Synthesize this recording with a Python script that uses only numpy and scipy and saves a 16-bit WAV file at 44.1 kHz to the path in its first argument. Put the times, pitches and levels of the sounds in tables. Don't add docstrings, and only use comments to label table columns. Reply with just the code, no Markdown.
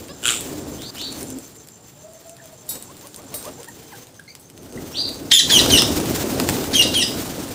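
import sys
import numpy as np
from scipy import signal
from scipy.fft import rfft, irfft, next_fast_len
from scipy.io import wavfile
from scipy.ndimage import uniform_filter1d, map_coordinates

SR = 44100
rng = np.random.default_rng(int(sys.argv[2]) if len(sys.argv) > 2 else 0)


def unload_wav(signal):
    wavfile.write(
        sys.argv[1],
        SR,
        np.round(np.clip(np.atleast_2d(signal).T, -1, 1) * 32767).astype(np.int16),
    )


def decibels_to_gain(level_db):
    exponent = np.asarray(level_db, float) / 20
    return 10 ** exponent


N = 332514
TIME = np.arange(N) / SR

# start in seconds, peak in dB.
SEED_CRACKS = [(.4081, -9), (1.209, -14), (1.2296, -11), (1.284, -24), (1.3029, -14.5), (1.3863, -16.5),
               (1.5643, -28), (1.6732, -23), (2.1344, -28), (2.6673, -29), (2.825, -14.5), (3.0709, -17.5),
               (3.1614, -16), (3.686, -21)]
BEAK_TICKS = [(.0717, -36), (.6843, -25), (.9487, -21), (1.1199, -23), (1.126, -16.5), (1.4371, -34),
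              (1.4516, -28), (1.6863, -24.5), (2.27, -31), (2.295, -23.5), (2.367, -30), (2.4399, -30),
              (2.4566, -25), (2.5636, -39), (2.755, -16), (2.9682, -28), (3.0116, -26), (3.2191, -28),
              (3.4272, -19), (3.4533, -17), (3.6024, -30), (3.6315, -23), (3.6444, -22), (3.83, -30),
              (3.9735, -30), (4.07, -28), (4.144, -35), (4.1964, -29), (4.2835, -46), (4.5, -26),
              (4.6314, -29.5), (4.7247, -26), (4.9003, -35), (5.0908, -16.5), (5.097, -24), (5.1447, -22),
              (5.158, -27)]
WOOD_KNOCKS = [(.0837, -38), (.4081, -30), (.82, -32), (.9827, -31), (1.0155, -27), (3.1444, -33),
               (3.3415, -27), (4.352, -32), (4.577, -39)]
WING_CLAPS = [(5.615, -10), (6.474, -29), (6.943, -26), (5.662, -13), (5.8207, -5), (6.001, -16.5),
              (6.058, -19), (6.3995, -8.5), (6.4892, -5.5), (6.4966, -11), (6.5672, -22), (6.6414, -19.5),
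              (7.256, -23.5)]
QUILL_SNAPS = [
    (.2245, -33),
    (6.7925, -10),
    (6.812, -8),
    (6.976, -14),
]

# time in seconds, pitch in Hz, fundamental in dB, overtone in dB.
FIRST_CRY = [(5.318, 3104, -6, -17), (5.326, 3236, -3.5, -18), (5.334, 3573, -6.5, -13),
             (5.364, 3460, -6.5, -13.5), (5.371, 3374, -8, -17), (5.386, 3110, -13.5, -26)]
# time in seconds, pitch in Hz, level in dB, overtone in dB.
HALF_STEP = [(5.327, 5230, -28, -90), (5.345, 5170, -20, -90), (5.366, 5060, -26, -90)]
# time in seconds, pitch in Hz, level in dB, overtone in dB.
DOWNWARD_SNAP = [(5.364, 7140, -28, -90), (5.366, 3640, -21, -90), (5.373, 2140, -18, -90)]
# start in seconds, break in seconds, top pitch in Hz, level in dB.
CRIES = [
    (5.509, 5.584, 3560, -11),
    (5.71, 5.772, 3244, -13),
    (6.746, 6.818, 3236, -11),
    (6.949, 7.015, 3290, -14.5),
]
SLIDE_BENDS = [(.3, 0.27, 0.67, .6), (0.303, 0.296, 0.51, .6), (.38, 0.137, 0.6, .68),
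               (0.203, 0.11, .4, 0.43)]
# early overtone in dB, late overtone in dB, third harmonic in dB.
CRY_COLOURS = [(-8.5, -8, -12.5), (-2.5, -8, -8), (-7, -15, -13), (-19, -9, -11.5)]
SLIDE_REACH = [0.99, 1, 0.796, 0.96]
THIRD_TIRES_DB = [1, 2, -1, 1]
# end pitch in Hz, level in dB.
LINGER = [(2400, -11.5), (2510, -5), (2450, -12.5), (2470, -4.5)]
# time in seconds, dip in dB.
CATCHES = [(5.321, -8), (5.3286, -6), (5.333, -9), (5.3455, -13), (5.358, -16), (5.3608, -7), (5.368, -16),
           (5.372, -7), (6.774, -14), (6.779, -9), (6.787, -6), (6.799, 0), (6.986, -6), (6.992, -9),
           (6.998, -2), (7.003, -10)]
# start in seconds, top pitch in Hz, overtone in dB, end pitch as a share of the top.
BREAKS = [
    (5.385, 2193, -9, 0.7),
    (5.582, 2096, -10.5, 0.77),
    (5.768, 2073, -9, .78),
    (6.817, 2027, -14.5, 0.89),
    (7.01, 2044, -13.5, 0.79),
]
RASP_DB = [-6.5, -12, -13, -15, -16]
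RASP_S = [0.0053, 0.013, 0.007, 0.0092, 0.0066]

# time in seconds, wing effort in dB, nearness in dB.
STIR = [(0, -36, 0.5), (.14, -39.5, -0.5), (.3, -34, 6.5), (.67, -28.5, -4), (.94, -38, 4),
        (1.07, -35.5, 3), (1.28, -30.5, -1.5), (1.51, -46.5, 3), (1.76, -57, 9.5), (2.67, -52.5, 8),
        (3.3, -46.5, 4), (3.95, -45, 5.5), (4.28, -59.5, 9.5), (4.56, -45.5, -0.5), (4.77, -29.5, -7),
        (4.91, -37, 3), (5.02, -32, 0), (5.31, -30, -4.5)]
# time in seconds, level of stirred air
# in dB, nearness in dB.
TAKE_OFF = [(5.37, -39.5, -5), (5.52, -23, 6.5), (5.65, -15.5, 0.5), (6.04, -21, 0.5), (6.57, -21, 1),
            (6.68, -24.5, 1.5), (6.73, -22.5, 1.5), (6.85, -23.5, 0), (7.54, -28, 2.5)]
# frequency in Hz, density in dB per Hz.
THRUM = [(25, -52), (40, -13.5), (74, -3.5), (210, -4), (273, 1.5), (414, -5), (664, -11.5), (1200, -29),
         (1560, -25), (2640, -120)]
RUSTLE = [(470, -12.5), (800, -3), (2280, -13), (3000, -11.5), (7130, -11.5), (10000, -15.5), (13000, -57),
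          (22000, -120)]
HISS = [(7500, -4.5), (10500, -10.5), (13500, -5), (15550, -1.5), (15750, -45)]
# time in seconds, whistle in Hz, whistle in dB, puff in dB.
STROKES = [(2.75, 970, -48, -38.5), (2.9, 1026, -47, -46), (3.05, 1074, -47, -45.5),
           (3.195, 1170, -47, -41), (3.341, 1170, -43, -36), (3.47, 1167, -38, -33), (3.599, 944, -46, -40)]

# start in seconds, peak in dB.
CLAW_STRIKES = [
    (2.689, -15.5),
    (3.34, -16),
    (4.3954, -34.5),
]
# frequency in Hz, level in dB, t60 in seconds.
BAR_MODES = [
    [(3620, -9, 0.44), (3830, -2.5, 0.44), (4360, -3, .42), (4780, -8, 0.22), (5100, -9, 0.31),
     (5669, -4, 0.35), (6000, -9, .2), (7050, -4, 0.69), (7720, 6, 0.65), (8005, -2, 0.22), (8800, 1, 0.3),
     (9200, -3, 0.4), (10270, 6, 0.18), (12600, 11, 0.14), (13980, 1, 0.46), (14940, 7, 0.26)],
    [(3844, -6, 0.3), (4328, -9, .4), (4759, -10, .4), (5640, -12, .15), (7700, -22, 5.0),
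     (8059, -13, 0.43), (8130, 3, 0.65), (8730, 3, 0.48), (8800, -15, 0.19), (10310, -14, 0.33),
     (13260, -6, 0.13), (14090, 4, 0.16), (14670, -2, 0.37), (15250, 5, 0.19)],
    [(8059, 7, 0.16), (8764, -16, 0.86), (14070, 0, 0.028), (15370, -1, 0.038)],
]

# time in seconds, level in dB.
GROWL = [(.227, -30), (.25, -28), (.254, -18.5), (.31, -18.5), (.335, -24), (.36, -28), (.4, -44)]
# frequency in Hz, width in Hz, level in dB.
THROAT_WIDE = [(1450, 340, 3.5), (2300, 680, 2), (3050, 760, 6), (7580, 1250, 4.5), (10550, 1900, -1.5),
               (14300, 1200, -5)]
THROAT_CLOSING = [(1290, 300, 2), (2550, 520, 3.5), (3650, 610, 4), (7760, 1700, 4), (10500, 1100, -15),
                  (14000, 1200, -4)]
CLOSING_S = [0.293, 0.302]

# start in seconds, end in seconds, start pitch in Hz, end pitch in Hz, level in dB.
PURE_MUTTERS = [
    (2.385, 2.43, 1890, 1540, -46.5),
    (4.192, 4.215, 1640, 1640, -37.5),
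    (4.772, 4.79, 1980, 1980, -39.5),
]
NASAL_MUTTERS = [
    (3.675, 3.7, 824, 913, -39.5),
    (3.918, 3.965, 1063, 768, -41),
    (4.278, 4.325, 2140, 2320, -44.5),
]
# time in seconds, pitch in Hz, fundamental in dB, overtone in dB.
CROAK = [
    [(.09, 543, -38, -41.5), (.125, 583, -38, -47)],
]

# start in seconds, climb in seconds, end in seconds, ceiling in Hz, level in dB.
FAR = [
    (.783, 0.083, .903, 4780, -40),
    (0.956, 0.062, 1.085, 4525, -32),
    (4.94, 0.044, 5.075, 4743, -25.5),
]
CLIMBS = [(.66, .78), (.62, .7), (.62, .88)]
WARBLES = [.11, .17, .18]
# start in seconds, end in seconds, start pitch in Hz, end pitch in Hz, level in dB.
PEEPS = [(.948, .99, 5100, 5200, -48), (.95, .985, 5650, 5700, -53), (1.175, 1.2, 8600, 9700, -42),
         (3.76, 4.0, 3160, 3050, -62), (4.92, 4.975, 5330, 6100, -41), (5.03, 5.048, 2780, 2750, -47)]

# time in seconds, level in dB.
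CRICKET_LOW = [(0, -60), (.5, -51), (1.3, -50), (1.9, -58), (3, -56), (3.6, -53.5), (4.3, -57), (5.3, -52)]
CRICKET_HIGH = [(0, -51), (1.3, -47), (1.8, -52.5), (2.9, -54), (3.6, -49.5), (3.8, -52), (3.95, -62)]
# start in seconds, end in seconds, start pitch in Hz, end
# pitch in Hz, level in dB.
COOS = [(0.511, 0.62, 304, 302, -35.5), (0.753, 0.878, 289, 267, -42.5), (1.055, 1.2, 270, 265.6, -37),
        (1.173, 1.388, 271.4, 261.6, -36.5), (1.559, 1.632, 441, 442, -50.5),
        (1.767, 1.873, 451, 464, -53.5), (1.951, 2.03, 570, 616, -55), (2.03, 2.084, 610, 650, -44),
        (2.067, 2.16, 653, 642, -44), (2.244, 2.36, 639, 692, -45), (2.4, 2.472, 670, 610, -45),
        (2.519, 2.549, 636, 627, -40.5), (2.623, 2.694, 628, 615, -50), (3.235, 3.273, 285, 270, -38.5),
        (3.584, 3.617, 504, 450, -41), (3.759, 4.091, 432, 503, -52)]
# frequency in Hz, density in dB per Hz.
STREET = [(24, -61), (40, -25), (124, -1), (229, -9), (457, -11), (900, -20.5), (1170, -56), (1980, -120)]
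# frequency in Hz, t60 in seconds.
YARD = [(300, 0.045), (3000, 0.38), (8000, 0.48), (15000, 0.39)]
# time in seconds, gain in dB.
LEVEL_DIP = [(.905, -3), (.909, -11), (.945, -7), (.955, -3)]


def unit(x):
    return x / np.sqrt(np.mean(x ** 2) + 1e-20)


def along(points, hz):
    f, v = np.transpose(points)
    return np.interp(np.log(hz + 1), np.log(f + 1), v)


def curves(rows, t=TIME):
    s, *cols = np.transpose(rows)
    return [np.interp(t, s, c) for c in cols]


def wobble(rate, size=N):
    knots = rng.standard_normal(int(size * rate / SR) + 4)
    return map_coordinates(knots, [np.arange(size) * rate / SR])


def filtered(x, response):
    m = next_fast_len(len(x) + 8192)
    return irfft(rfft(x, m) * response(np.fft.rfftfreq(m, 1 / SR)), m)[:len(x)]


def modes(peaks):
    def response(f):
        return sum((-1) ** k * decibels_to_gain(db) * 1j * f * w / (c * c - f * f + 1j * f * w)
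                   for k, (c, w, db) in enumerate(peaks))
    return response


def add(track, s, sound):
    part = track[round(s * SR):][:len(sound)]
    part += sound[:len(part)]


def rush(spectrum, patchy_db):
    z = signal.stft(rng.standard_normal(N), nperseg=512)[2]
    field = uniform_filter1d(rng.standard_normal(z.shape), 8, 0)
    field = uniform_filter1d(field, 8, 1)
    noise = signal.istft(z * decibels_to_gain(patchy_db * unit(field)), nperseg=512)[1][:N]
    return unit(filtered(noise, lambda hz: decibels_to_gain(along(spectrum, hz))))


def yard(x, wet_db, longer=1):
    out, step = x.copy(), SR // 4
    for k in range(0, N, step):
        hz, t, z = signal.stft(rng.standard_normal(SR // 2), SR, nperseg=256)
        decay = decibels_to_gain(-60 * t / (longer * along(YARD, hz)[:, None]))
        tail = signal.istft(z * decay, SR, nperseg=256)[1]
        echo = signal.fftconvolve(x[k:k + step], tail / np.linalg.norm(tail))
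        add(out, k / SR + .004, decibels_to_gain(wet_db) * echo)
    return out


def notes(tables, jitter, flutter_db, flutter_hz, higher_db, breath_db=-40, warble=0, edge=0.00079):
    out = np.zeros(N)
    for rows in tables:
        t = np.arange(rows[0][0], rows[-1][0], 1 / SR)
        size = len(t)
        hz, first_db, second_db = curves(rows, t)
        hz = hz * (1 - warble * np.sin(np.pi * 140 * t + 1.57 * wobble(25.2, size)) ** 6)
        phase = 2 * np.pi * np.cumsum(hz * (1 + jitter * wobble(flutter_hz, size))) / SR
        levels = [first_db, second_db] + [second_db + db for db in higher_db]
        tone = np.zeros(size)
        for k, db in enumerate(levels, 1):
            strength = decibels_to_gain(db + flutter_db * wobble(flutter_hz, size)) * (k * hz < 16000)
            breath = 1 + k * decibels_to_gain(breath_db) * wobble(1800, size)
            tone += strength * np.sin(k * phase) * breath
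        fade = np.clip(np.minimum(t - t[0], t[-1] - t) / edge, 0, 1)
        add(out, t[0], np.sqrt(2) * fade * tone)
    return out


def glides(rows, peak, reach, start_db, end_db, overtone_db):
    tables = []
    for a, b, hz0, hz1, db in rows:
        points = [(a, hz0, db + start_db),
                  (a + peak * (b - a), hz0 + reach * (hz1 - hz0), db),
                  (b, hz1, db + end_db)]
        tables.append([(s, hz, level, level + overtone_db) for s, hz, level in points])
    return tables


def ticks():
    out, t = np.zeros(N), np.arange(1500) / SR
    dull = modes([(4060, 5200, 0)])
    kinds = [(SEED_CRACKS, -6), (BEAK_TICKS, 3), (WOOD_KNOCKS, 18), (WING_CLAPS, 10)]
    for rows, low_db in kinds:
        for s, db in rows:
            decay = decibels_to_gain(-60 * t / .007) + decibels_to_gain(-19 - 60 * t / .07)
            burst = decay * rng.standard_normal((2, len(t)))
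            burst = 5 * burst / np.linalg.norm(burst[:, :130], axis=1, keepdims=True)
            husk_hz = 8300 * 1.05 ** rng.uniform(-0.16, 1)
            shell = modes([(husk_hz, 1900, 6.5), (13700, 3000, -4)])
            add(out, s, decibels_to_gain(db - 5) * (filtered(burst[0], shell) + decibels_to_gain(low_db) * filtered(burst[1], dull)))
    for s, db in WING_CLAPS:
        thump = decibels_to_gain(-60 * t / 0.023) * rng.standard_normal(len(t))
        add(out, s, decibels_to_gain(db - 20) * unit(filtered(thump, modes([(895, 800, 0)]))))
    for s, db in QUILL_SNAPS:
        snap = decibels_to_gain(-60 * t / .012) * rng.standard_normal(len(t))
        add(out, s, decibels_to_gain(db + 4) * filtered(snap, lambda f: modes([(13200, 4500, 0)])(f) ** 2))
    return yard(out + stray_clicks(), wet_db=-9, longer=0.29)


def stray_clicks():
    air_db = stirred_air()[0 + 1]
    quill_db = air_db + 21 + 2 * rng.standard_normal(N)
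    quills = (rng.random(N) < 310 / SR) * rng.standard_normal(N) * decibels_to_gain(quill_db)
    husk_db = np.minimum(air_db, -47) + 24 + 2.5 * rng.standard_normal(N)
    husks = (rng.random(N) < 90 / SR) * rng.standard_normal(N) * decibels_to_gain(husk_db)
    bright = modes([(8550, 680, 12), (13700, 2500, -23)])
    return filtered(quills, modes([(6000, 9000, 0)])) + filtered(husks, bright)


def screeches():
    out = notes([FIRST_CRY, HALF_STEP, DOWNWARD_SNAP], .008, 1.2, 200, [-8, -13], breath_db=-14, edge=.001)
    out += notes(upper_voice(), .013, 2.2, 260, [-20, -11], breath_db=-14, edge=.002)
    catch_db = sum(db * np.exp(-((TIME - s) / .0016) ** 2) for s, db in CATCHES)
    out = out * decibels_to_gain(catch_db)
    out += notes(lower_voice(), .022, 4, 300, [-10, -15, -20], breath_db=-10, edge=.009)
    t = np.arange(-.012, .02, 1 / SR)
    beak = modes([(1640, 180, -1), (4170, 1270, 3.5), (7760, 5200, -11)])
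    starts = [FIRST_CRY[0][0] + 0.000987] + [cry[0] - .003 for cry in CRIES]
    for s, db, lasts in zip(starts, RASP_DB, RASP_S):
        puff = unit(filtered(rng.standard_normal(len(t)), beak))
        add(out, s + t[0], decibels_to_gain(db) * np.exp(-(t / lasts) ** 2) * puff)
        add(out, s + t[0] - .012, decibels_to_gain(db - 24) * np.exp(-(t / 0.005) ** 2) * puff[::-1])
    kick = rng.standard_normal(len(t)) * np.exp(-(t / 0.0042) ** 2)
    knock = filtered(kick, modes([(1040, 210, 0), (1580, 190, 0), (2380, 1200, 0)]))
    add(out, 5.319 + t[0], decibels_to_gain(-24) * unit(knock))
    return yard(out, wet_db=-3)


def upper_voice():
    break_hz, trail_s, swell_s, linger_s = 2745, 0.0144, 0.014, 0.026
    tables = []
    settings = zip(CRIES, LINGER, SLIDE_BENDS, CRY_COLOURS, SLIDE_REACH, THIRD_TIRES_DB)
    for cry, (end_hz, linger_db), (u1, d1, u2, d2), colour, reach, tires_db in settings:
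        s, cut, top_hz, db = cry
        early_db, late_db, third_db = colour
        length, end = cut - s, cut + trail_s
        stages = [s, s + swell_s, cut - .01, end]
        t = np.sort(stages + [s + u1 * length, s + u2 * length])
        share = (t - s) / length
        drop = np.interp(share, [0, u1, u2, 1, 2], [0, d1, d2, reach, reach + 1])
        hz = top_hz + (break_hz - top_hz) * drop
        first_db = db + np.interp(t, stages, [-5, 0, .5, -17])
        second_db = db + np.interp(t, stages, [-25, early_db, late_db, late_db - 9])
        tables.append(np.transpose([t, hz, first_db, second_db]))
        tables.append(np.transpose([t, 3 * hz, first_db + third_db + tires_db * share, first_db - 80]))
        tables.append([(cut - .004, 2 * break_hz, db - 20, -90),
                       (end, 2.06 * end_hz, db + linger_db, -90),
                       (end + linger_s, 1.94 * end_hz, db + linger_db - 5, -90)])
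    return tables


def lower_voice():
    shape = [(0, -29, 0), (.4, -15, -3.25), (1, -35, -13)]  # (share of time, fundamental dB, overtone dB)
    return [[(s + u * .036, hz * fall ** u ** 1.12, db + first_db, db + second_db)
             for u, first_db, second_db in shape] for s, hz, db, fall in BREAKS]


def stirred_air():
    def power_sum(db, still_db):
        return 10 * np.log10(decibels_to_gain(db) ** 2 + decibels_to_gain(still_db) ** 2 + 1e-12)
    effort_db, near_db = curves(STIR + TAKE_OFF)
    strokes = sum(decibels_to_gain(db - 4.5) * np.exp(-((TIME - s) / .074) ** 2) for s, _, _, db in STROKES)
    effort_db = power_sum(effort_db, 20 * np.log10(strokes + 1e-9))
    swing = .96 * (effort_db + 20.5)
    rustle_db = power_sum(swing - 36.5 + near_db, -61.5)
    hiss_db = power_sum(swing - 31.5 + near_db, -62.5)
    return effort_db, rustle_db, hiss_db


def wings():
    thrum_db, rustle_db, hiss_db = stirred_air()
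    beat = wobble(20)
    flutter = .5 * beat + 1.3 * wobble(70)
    thrum = decibels_to_gain(thrum_db + .6 * beat + wobble(45)) * rush(THRUM, patchy_db=.9)
    rustle = decibels_to_gain(rustle_db + 6 + flutter) * rush(RUSTLE, patchy_db=1)
    hiss_db = hiss_db + 1.5 + flutter + 1.8 * wobble(12) + 2.4 * wobble(50)
    return thrum + rustle + decibels_to_gain(hiss_db) * rush(HISS, patchy_db=1)


def hovering():
    whistles = [[(s - .025, .78 * hz, db - 4, -90), (s, hz, db, db - 10), (s + .02, 1.12 * hz, db - 5, -90)]
                for s, hz, db, _ in STROKES]
    hums = [[(s - .02, .439 * hz, db - 14, -90), (s + .0044, .52 * hz, db - 2, -90),
             (s + .032, .53 * hz, db - 8, -90)] for s, hz, _, db in STROKES]
    out = notes(whistles, .015, 2, 150, [])
    out += notes(hums, .023, 2.1, 80, [], edge=.006)
    t = np.arange(-.05, .05, 1 / SR)
    for s, _, _, puff_db in STROKES:
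        puff = unit(filtered(rng.standard_normal(len(t)), modes([(536, 240, 0)])))
        add(out, s - .04, decibels_to_gain(puff_db - 3) * np.exp(-(t / 0.031) ** 2) * puff)
    return out


def bars():
    out, t = np.zeros(N), np.arange(SR // 3) / SR
    for (s, db), steel in zip(CLAW_STRIKES, BAR_MODES):
        crowd = [(4200 + 11300 * u ** 1.6, -18 + 6 * v, .3) for u, v in rng.random((30, 2))]
        ring = np.zeros(len(t))
        for hz, level, t60 in steel + crowd:
            decay = decibels_to_gain(level - 60 * t / min(t60, .4) + 1.4 * wobble(210, len(t)))
            ring += decay * np.sin(2 * np.pi * (hz * t + rng.random()))
        scrape = filtered(rng.standard_normal(len(t)), modes([(4960, 3700, -13), (11400, 5300, 9)]))
        scrape = decibels_to_gain(3.5 - 60 * t / 0.24) * scrape
        add(out, s, decibels_to_gain(db - 16.5) * (1 - np.exp(-t / 0.0012)) * (ring + scrape))
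    return out


def growl():
    bursts_per_s, first_loud_s = 119.3, .2555
    db, = curves(GROWL)
    gate = np.cos(np.pi * bursts_per_s * (TIME - first_loud_s)) ** 4 * decibels_to_gain(2.1 * wobble(124.3))
    on = (TIME > GROWL[0][0]) & (TIME < GROWL[-1][0])
    repeated = np.interp(TIME * bursts_per_s % 1, np.arange(370) / 369, rng.standard_normal(370))
    breath = gate * (rng.standard_normal(N) + .35 * repeated)
    late = np.interp(TIME, CLOSING_S, [0, 1])

    def voiced(throat):
        return unit(filtered(breath, lambda f: modes(throat)(f) ** 2))
    voice = (1 - late) * voiced(THROAT_WIDE) + late * voiced(THROAT_CLOSING)
    return yard(decibels_to_gain(db + 2) * on * voice, wet_db=-6)


def mutters():
    soft = glides(PURE_MUTTERS, 0.28, 0.39, start_db=-7, end_db=-9, overtone_db=-21)
    soft += glides(NASAL_MUTTERS, 0.37, 0.88, start_db=-4.5, end_db=-9, overtone_db=1.5)
    out = notes(soft, 0.042, 4.2, 226, [-22], breath_db=-30)
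    out += notes(CROAK, 0.0068, 2.4, 103, [-3.5, -15, -8, -5, -3, -8, -3])
    return yard(out, wet_db=-7.5)


def far_calls():
    peeps = glides(PEEPS, 0.51, 0.625, start_db=-3, end_db=-7, overtone_db=-35)
    out = notes(peeps, 0.011, 3.7, 330, [], breath_db=-24)
    for (s, climb, end, hz, db), (low, mid), depth in zip(FAR, CLIMBS, WARBLES):
        start_db = db - 6 - .8 * (db + 44.5)
        sag_s = max(end - .032, min(s + climb + .03, end - .003))
        call = [(s, low * hz, start_db, db - 38),
                (s + 0.43 * climb, mid * hz, db - 3, db - 18),
                (s + climb, hz, db, db - 23),
                (sag_s, hz, db - 3.06, db - 33),
                (end, .94 * hz, db - 8.5, db - 38)]
        out += notes([call], .004, 4, 330, [], breath_db=-30, warble=depth)
    return yard(out, wet_db=4.5, longer=.8) * decibels_to_gain(2 * curves(LEVEL_DIP)[0] + 6)


def cricket(rows, hz, width_hz, pulse_hz, centre, duty):
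    chirp = np.exp(-((((TIME - centre) / .1426 + .5) % 1 - .5) / duty) ** 4)
    stroke = .35 + np.sin(np.pi * np.cumsum(pulse_hz * (1 + .08 * wobble(6.8))) / SR) ** 2
    ringing = unit(filtered(rng.standard_normal(N), modes([(hz, width_hz, 0)])))
    carrier = np.sin(2 * np.pi * hz * TIME) + .7 * ringing
    level = decibels_to_gain(curves(rows)[0] + 2 + 1.5 * wobble(30)) * (TIME < rows[-1][0])
    return level * unit(chirp * stroke * carrier)


def pigeons():
    tables = [[(a, hz0, db + 2.5, db - 20), ((a + b) / 2, (hz0 + hz1) / 2, db + 1, db - 26),
               (b, hz1, db + 1.5, db - 14)] for a, b, hz0, hz1, db in COOS]
    return yard(notes(tables, .017, 3, 55, [], edge=.012), wet_db=-4, longer=2.5)


def street():
    return decibels_to_gain(-48 + 0.43 * wobble(3.77)) * rush(STREET, patchy_db=1)


def scene():
    birds = ticks() + screeches() + wings() + hovering() + bars() + growl() + mutters() + far_calls()
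    crickets = cricket(CRICKET_LOW, hz=6270, width_hz=250, pulse_hz=92, centre=.03, duty=.25)
    crickets += cricket(CRICKET_HIGH, hz=7310, width_hz=200, pulse_hz=54, centre=.012, duty=.5)
    return (birds + crickets + pigeons() + street())[None]


def band_limit(x):
    return signal.sosfilt(signal.butter(12, 16610, fs=SR, output="sos"), x)


def record(dry):
    def shelf(hz):
        return decibels_to_gain(along([(15600, 0), (15800, -22), (16550, -24), (16650, -70)], hz))
    x = dry[0] * decibels_to_gain(curves(LEVEL_DIP)[0])
    x = x / (1 + np.abs(x / 1.02) ** 8) ** (1 / 8)
    mix = filtered(x, shelf)[None]
    return band_limit(mix)


dry = scene()
out = record(dry)
unload_wav(out)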